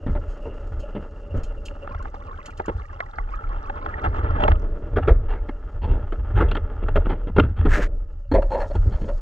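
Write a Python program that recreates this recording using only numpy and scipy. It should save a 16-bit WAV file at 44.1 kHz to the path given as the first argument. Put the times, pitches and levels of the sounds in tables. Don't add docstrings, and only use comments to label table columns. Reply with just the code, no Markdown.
import sys
import numpy as np
from scipy import signal
from scipy.fft import rfft, irfft
from scipy.io import wavfile
from scipy.ndimage import uniform_filter1d

SR = 44100
rng = np.random.default_rng(int(sys.argv[2]) if len(sys.argv) > 2 else 0)


def int16_out(signal):
    q = np.round(np.clip(np.atleast_2d(signal).T, -1, 1) * 32767)
    wavfile.write(sys.argv[1], SR, q.astype(np.int16))


def gain_from_decibels(decibels):
    exponent = np.asarray(decibels, float) / 20
    return 10 ** exponent


N = 406160

# frequency in Hz, width in Hz, height in dB.
POLE_MODES = [(32.3, 7.5, 0), (64.6, 170, -1), (79, 12, -3.5)]
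# frequency in Hz, width in Hz, height in dB.
HOUSING_MODES = [(198, 68, -7), (318, 148, 4), (432.6, 69, 2.5), (570, 32, 5.5), (837, 73, 3.5),
                 (1316, 181, 2), (1614, 130, -9.5), (2035, 23, -10.5), (2790, 110, -16), (3120, 170, -19),
                 (4340, 110, -29), (5150, 1900, -49), (6570, 510, -56.5)]
WASH_HZ, BRIGHT_HZ, GRAZE_HZ = 750, 2300, 4000


def evened(x):
    return x / np.sqrt(np.mean(x ** 2) + 1e-20)


def smoothed(x, s):
    size = round(s * SR)
    return uniform_filter1d(uniform_filter1d(x, size), size)


def steadied(x, s):
    return x / np.sqrt(abs(smoothed(x ** 2, s)) + 1e-20)


def curve(rows):
    s, *columns = np.transpose(rows)
    return [np.interp(np.arange(N) / SR, s, column) for column in columns]


def add(mix, s, sound):
    part = mix[max(round(s * SR), 0):][:len(sound)]
    part += sound[:len(part)]


def ring(modes, size=8192, spread_db=0.):
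    t, out = np.arange(size) / SR, np.zeros(size)
    for hz, width, db in modes:
        chance = rng.standard_normal(2)
        fade = 2 * np.pi * width * t
        turns = hz * (1 + .004 * spread_db * chance[1]) * t
        height = gain_from_decibels(db + spread_db * chance[0])
        out += height * width * fade * np.exp(-fade) * np.sin(2 * np.pi * turns)
    return out


def part_of(lo_hz, hi_hz):
    return [mode for mode in HOUSING_MODES if lo_hz <= mode[0] < hi_hz]


def grit(per_s, spread_db, lump_s, lump_db):
    size = gain_from_decibels(spread_db * np.minimum(rng.exponential(1, N), 5))
    size = size * (rng.random(N) < per_s / SR)
    lumps = evened(smoothed(rng.standard_normal(N), lump_s))
    return size * rng.standard_normal(N) * gain_from_decibels(lump_db * lumps)


def shoves():
    # time of the peak in seconds, build-up in seconds (at least 0.02 is used),
    # peak rocking of the pole in dB, peak shudder of the mount in dB.
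    shove_rows = [(0.091, 0.048, -21.5, -23), (0.758, 0.35, -28, -32.5), (1.36, 0.087, -23, -26.5),
                  (1.959, 0.039, -30.5, -29), (2.729, 0.066, -53.5, -26), (3.21, 0.027, -25, -34),
                  (3.479, 0.04, -24, -36), (4.201, 0.26, -25.5, -19.5), (4.539, 0.36, -18, -18),
                  (4.944, 0.03, -23.5, -10), (5.123, 0.095, -15, -15.5), (5.921, 0.2, -18.5, -20),
                  (6.321, 0.12, -28, -13.5), (6.427, 0.047, -19.5, -15.5), (6.977, 0.27, -16, -21.5),
                  (7.406, 0.049, -35, -12), (7.629, 0.063, -11.5, -16), (8.348, 0.096, -16, -23.5),
                  (8.769, 0.03, -19.5, -13.5), (8.868, 0.19, -23.5, -24), (9.053, 0.07, -20, -38)]
    build_db = 15
    rock_fall_db_per_s, shudder_fall_db_per_s = 35.5, 77.5
    stop_s, stop_db_per_s = 0.5, 53
    calm_rock_db, calm_shudder_db = -39.5, -41

    s, build, rock_db, shudder_db = np.transpose(shove_rows)[:, :, None]
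    frames = np.arange(0, N + 64, 64) / SR
    after = np.maximum(frames - s, 0)
    before_db = build_db * np.minimum(frames - s, 0) / np.maximum(build, .02)
    rock_db = rock_db - rock_fall_db_per_s * after
    rock_db = rock_db - stop_db_per_s * np.maximum(after - stop_s, 0)
    shudder_db = shudder_db - shudder_fall_db_per_s * after
    levels = []
    for db, calm_db in (rock_db, calm_rock_db), (shudder_db, calm_shudder_db):
        power = gain_from_decibels(calm_db) ** 2 + (gain_from_decibels(db + before_db) ** 2).sum(0)
        levels.append(np.interp(np.arange(N) / SR, frames, np.sqrt(power)))
    return levels


def sway():
    rocking, shuddering = shoves()
    rock, shudder = (
        signal.oaconvolve(grit(per_s=600, spread_db=2.5, lump_s=0.042, lump_db=4.5), ring(modes))[:N]
        for modes in (POLE_MODES[:1], POLE_MODES[1:]))
    rock = signal.sosfilt(signal.butter(2, 50, fs=SR, output="sos"), rock)
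    shudder = signal.sosfilt(signal.butter(3, [42, 100], "bandpass", fs=SR, output="sos"), shudder)
    return rocking * steadied(rock, 0.089) + shuddering * steadied(shudder, 0.2)


def knocks():
    # start in seconds, level of the middle modes in dB,
    # dull modes in dB over them, centre of the dull modes in Hz, bright modes in dB over the middle ones.
    blow_rows = [(0.062, -41, 17, 197, -21), (0.149, -40.5, 11, 500, -22), (.454, -49.5, 17, 427, -25),
                 (0.949, -42, 15, 212, -12), (1.341, -49.5, 20.5, 202, -23), (1.873, -31, -7, 524, -35),
                 (1.946, -32.5, -9.5, 507, -24), (2.053, -35, -4, 510, -29), (2.14, -38, -2, 444, -34),
                 (2.596, -30, 2, 482, -29), (2.68, -32.5, 9.5, 367, -18), (3.003, -12, -41.5, 505, -20.5),
                 (3.184, -23, -16, 425, -46), (3.695, -29.5, -5, 600, -19), (3.861, -22, -24.5, 558, -19.5),
                 (4.436, -23.5, -7, 278, -3), (4.478, -19, -3, 375, -20), (4.516, -28.5, -1.5, 197, -12),
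                 (5.485, -35.5, 7, 295, -17), (6.121, -37.5, 7.5, 383, -14.5), (6.484, -47, 9.5, 400, -2),
                 (6.511, -30.5, 3.5, 318, -5.5), (6.55, -26.5, 0, 315, -12), (6.566, -30.5, 3.5, 306, -9.5),
                 (6.825, -43, 12, 366, -11), (6.882, -29, 1, 455, -17.5), (6.956, -25.5, 8.5, 438, -12.5),
                 (7.269, -42.5, 13, 169, -14), (7.362, -31, 10.5, 400, -11), (7.396, -17, 1.5, 400, -8.5),
                 (7.381, -18.5, 9, 283, -23), (8.313, -31.5, 13, 327, -16), (8.419, -38, 10, 600, -15),
                 (8.699, -47.5, 16, 530, -14.5), (8.75, -33.5, 7.5, 127.4, -17.5),
                 (8.858, -56, 23, 151, -23)]
    # start in seconds, length in seconds, level of the middle modes in dB,
    # dull modes in dB over them, centre of the dull modes in Hz.
    rub_rows = [(4.031, 0.038, -28.5, -3.5, 261), (4.377, 0.094, -31, 5, 400),
                (4.957, 0.029, -26.5, 7.5, 400), (5.018, 0.038, -36, -13, 113.5),
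                (5.07, 0.034, -25, 9, 400), (5.278, 0.094, -39.5, 0.5, 440), (5.811, 0.064, -38, 3.5, 246),
                (5.875, 0.085, -42, 8.5, 364), (6.348, 0.082, -30.5, 2, 354), (6.4, 0.028, -24.5, 5, 363),
                (7.046, 0.035, -36.5, 7, 288), (7.084, 0.053, -33, 5, 308), (7.411, 0.053, -39.5, 12, 166),
                (7.556, 0.13, -44, 5.5, 213), (7.646, 0.031, -30, 11, 203), (8.334, 0.04, -31, 16, 571),
                (8.499, 0.08, -37.5, 13.5, 620), (8.593, 0.048, -35.5, 4.5, 650),
                (8.901, 0.078, -47.5, 3, 534), (8.988, 0.083, -51, 18.5, 223), (9.076, 0.029, -44, 15, 577)]
    # time in seconds, height in dB.
    brightest_rows = [(4.4, -13), (5, -5.5), (8.2, -4.5), (8.3, 14)]
    contact_s, longer_db_per_dull_db = 0.0082, 0.71
    blow_rise, rub_rise = 0.096, 0.41
    grip_hz = 39.3
    first_touch = 0.45
    rub_bright_db, rub_bright_slope = -28, -0.32

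    contacts = []
    for s, db, dull_db, dull_hz, bright_db in blow_rows:
        length = contact_s * gain_from_decibels(longer_db_per_dull_db * dull_db)
        contacts.append((s, length, db, dull_db, dull_hz, bright_db, blow_rise))
    for row in rub_rows:
        contacts.append((*row, rub_bright_db + rub_bright_slope * row[2], rub_rise))

    out = np.zeros(N)
    for s, length, db, dull_db, dull_hz, bright_db, rise in contacts:
        t = np.arange(8192) / SR / np.clip(length, .003, .09)
        jolts = gain_from_decibels(3.53 * rng.standard_normal(len(t) // 128).repeat(128)[:len(t)])
        rattle = rng.standard_normal(len(t)) * jolts
        extra_db = np.interp(s, *np.transpose(brightest_rows))
        bright = [(hz, width, top + extra_db * (hz > GRAZE_HZ)) for hz, width, top in part_of(BRIGHT_HZ, SR)]
        dull = POLE_MODES[2:] + part_of(0, WASH_HZ) + part_of(WASH_HZ, SR)[:1]
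        near = [(hz, width, top - 26.7 * abs(np.log2(hz / dull_hz))) for hz, width, top in dull]
        middle = part_of(WASH_HZ, BRIGHT_HZ)
        for modes, over_db, lasts in (near, dull_db, 1.3), (middle, 0, 1), (bright, bright_db, .75):
            u = t / lasts
            hold = np.exp(-u ** (2 + (rise == rub_rise)))
            trail = 0.15 * np.exp(-u / 1.94)
            contact = rattle * (hold + trail) * np.minimum(t / rise, 1)
            if rise == blow_rise and modes is near:
                contact[100] += first_touch * np.linalg.norm(contact)
            gripped = [(hz, width + grip_hz, top) for hz, width, top in modes]
            sound = signal.fftconvolve(contact, ring(gripped, size=2048, spread_db=3.5))
            sound = evened(sound) * np.sqrt(length * SR / len(sound))
            add(out, s, gain_from_decibels(db + over_db) * sound)
    return out


def flow():
    # time in seconds, dull wash on the housing in dB, rubbing on the shell in dB.
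    flow_rows = [(0, -44, -50.5), (1.67, -46, -51.5), (3.15, -53.5, -51.5), (4.31, -34, -38.5),
                 (4.8, -39.5, -51.5), (5.65, -48.5, -54), (6.34, -43, -46), (7.2, -43, -48.5),
                 (7.52, -57, -56), (7.8, -27, -72), (7.9, -44, -57), (8.4, -72, -73), (8.55, -44, -47.5),
                 (9.21, -53, -58.5)]
    # time in seconds, level in dB.
    sing_rows = [(1.8, -46.5), (3.2, -62.5)]
    wash_db, rub_db = curve(flow_rows)
    shared = grit(per_s=3000, spread_db=2.5, lump_s=0.023, lump_db=3.5)
    own = grit(per_s=4000, spread_db=1.0, lump_s=0.072, lump_db=2.5)
    wash = signal.oaconvolve(shared + 0.91 * own, ring(part_of(0, WASH_HZ)))[:N]
    rub = signal.oaconvolve(shared, ring(part_of(WASH_HZ, GRAZE_HZ)))[:N]
    flutter = grit(per_s=3000, spread_db=2.5, lump_s=0.025, lump_db=6.5)
    singing_modes = [part_of(0, WASH_HZ)[-1], part_of(BRIGHT_HZ, SR)[0]]
    sing = signal.oaconvolve(flutter, ring(singing_modes))[:N]
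    out = gain_from_decibels(curve(sing_rows)[0]) * evened(sing)
    return out + gain_from_decibels(wash_db) * steadied(wash, 0.21) + gain_from_decibels(rub_db) * steadied(rub, 0.42)


def glove():
    # time in seconds, level in dB.
    slide_rows = [(7.685, -39.5), (7.751, -23), (7.8, -36), (7.838, -28), (7.876, -52)]
    # frequency in Hz, relative density in dB per Hz.
    colour_rows = [(700, -13.5), (1700, 0), (2500, -13.5), (4500, -27.5), (7000, -27.5), (9800, -42),
                   (15500, -47)]
    hz, (f, db) = np.fft.rfftfreq(N, 1 / SR), np.transpose(colour_rows)
    colour = gain_from_decibels(np.interp(np.log(hz + 1), np.log(f), db))
    grains = grit(per_s=5000, spread_db=0.0, lump_s=0.014, lump_db=0.5)
    noise = irfft(rfft(grains) * colour, N)
    s, level_db = np.transpose(slide_rows)
    return evened(noise) * gain_from_decibels(np.interp(np.arange(N) / SR, s, level_db, left=-200, right=-200))


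def ticks():
    # start in seconds, peak in dB, starting pitch in Hz.
    single_rows = [(1.684, -24, 2750), (3.336, -28, 1235), (3.389, -29, 1337), (3.439, -28, 1330),
                   (3.94, -23, 1850)]
    from_s, for_s, per_s = 1.85, 2.7, 170
    swarms, swarm_s = 90, 0.027
    base_db, surge_db = -42, 8

    out, t = np.zeros(N), np.arange(1200) / SR
    draws = rng.random((round(per_s * for_s), 3))
    draws[:, 0] = rng.choice(rng.random(swarms), len(draws))
    late = swarm_s * rng.exponential(size=len(draws))
    bubbles = list(single_rows)
    for (climb, luck, small), delay in zip(draws, late):
        db = base_db + surge_db * climb ** 4 - 3. * np.log(luck + 0.03) - 12 * small
        bubbles.append((from_s + for_s * climb + delay, db, 1050 * 7 ** small ** 1.4))
    for s, db, hz in bubbles:
        cycles = 0.8 + 13. * min(1200 / hz, 1) ** 1.6
        swell = np.sin(np.pi / 2 * np.minimum(t * hz / min(cycles, 3), 1)) ** 2
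        envelope = np.exp(-t * hz / cycles) * swell
        add(out, s, gain_from_decibels(db) * envelope * np.sin(2 * np.pi * hz * t * (1 + 0.5 * t)))
    return out


def fizz():
    # start in seconds, length in seconds (at least 0.002 is used), level in dB.
    swish_rows = [(0.27, 0.073, -58.5), (0.792, 0.02, -50), (1.362, 0.019, -54), (1.431, 0.014, -42.5),
                  (1.652, 0.015, -38.5), (2.025, 0.0033, -48), (2.456, 0.01, -40), (2.503, 0.0071, -52.5),
                  (2.572, 0.0099, -47.5), (2.657, .006, -43.5)]
    # time in seconds, level in dB.
    hiss_rows = [(0, -73.5), (8.3, -82.5), (8.55, -68)]
    grains = grit(per_s=3400, spread_db=1.0, lump_s=0.017, lump_db=2.)
    hiss = signal.oaconvolve(grains, ring(HOUSING_MODES[-2:], size=1024))[:N]
    t, swish = np.arange(4096) / SR, np.zeros(N)
    for s, length, db in swish_rows:
        u = t / max(length, .002)
        add(swish, s, gain_from_decibels(db) * np.minimum(u / 0.47, 1) * np.exp(-u))
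    modes = [(hz, width, 11. * (hz < GRAZE_HZ)) for hz, width, _ in part_of(BRIGHT_HZ, SR)]
    bright = ring(modes, size=1024)
    spray = signal.oaconvolve(swish * rng.standard_normal(N), bright / np.linalg.norm(bright))[:N]
    return gain_from_decibels(curve(hiss_rows)[0]) * evened(hiss) + spray


def scene():
    # frequency in Hz, level in dB, phase lead in radians.
    port_rows = [(400, -19.5, 1.7), (750, 8, 1.5), (1240, 5.5, 2.5), (1900, 1, -2.5), (3000, 1.5, -1.5)]
    mid = sway() + flow() + knocks() + ticks() + fizz() + glove()
    hz, (f, db, lead) = np.fft.rfftfreq(N, 1 / SR), np.transpose(port_rows)
    place = np.log(hz + 1), np.log(f)
    scatter = rng.standard_normal(400) * np.exp(-np.arange(400) / 90.)
    scatter = rfft(scatter / np.linalg.norm(scatter), N)
    paths = 1 + 0.31 * np.minimum(hz / 900, 1) * scatter
    shift = gain_from_decibels(np.interp(*place, db)) * np.exp(1j * np.interp(*place, lead))
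    side = irfft(rfft(mid) * paths * shift, N)
    return np.array([mid + side, mid - side])


def low_pass(x):
    return signal.sosfilt(signal.butter(12, 15500, fs=SR, output="sos"), x)


def record(dry):
    # time in seconds, level of the difference between the ports in dB.
    width_rows = [(.75, -42), (1.1, -14), (2.2, -3), (4.55, -1), (4.85, -15.5), (6.2, -46.5)]
    mid = (dry[0] + dry[1]) / 2
    side = (dry[0] - dry[1]) / 2 * gain_from_decibels(curve(width_rows)[0])
    white = rng.standard_normal((2, N)) * gain_from_decibels(-100)
    hiss = signal.lfilter([1], [1, -.8], white)
    finished = np.clip(np.array([mid + side, mid - side]) + hiss, -.96, .96)
    return low_pass(finished)


dry = scene()
out = record(dry)
int16_out(out)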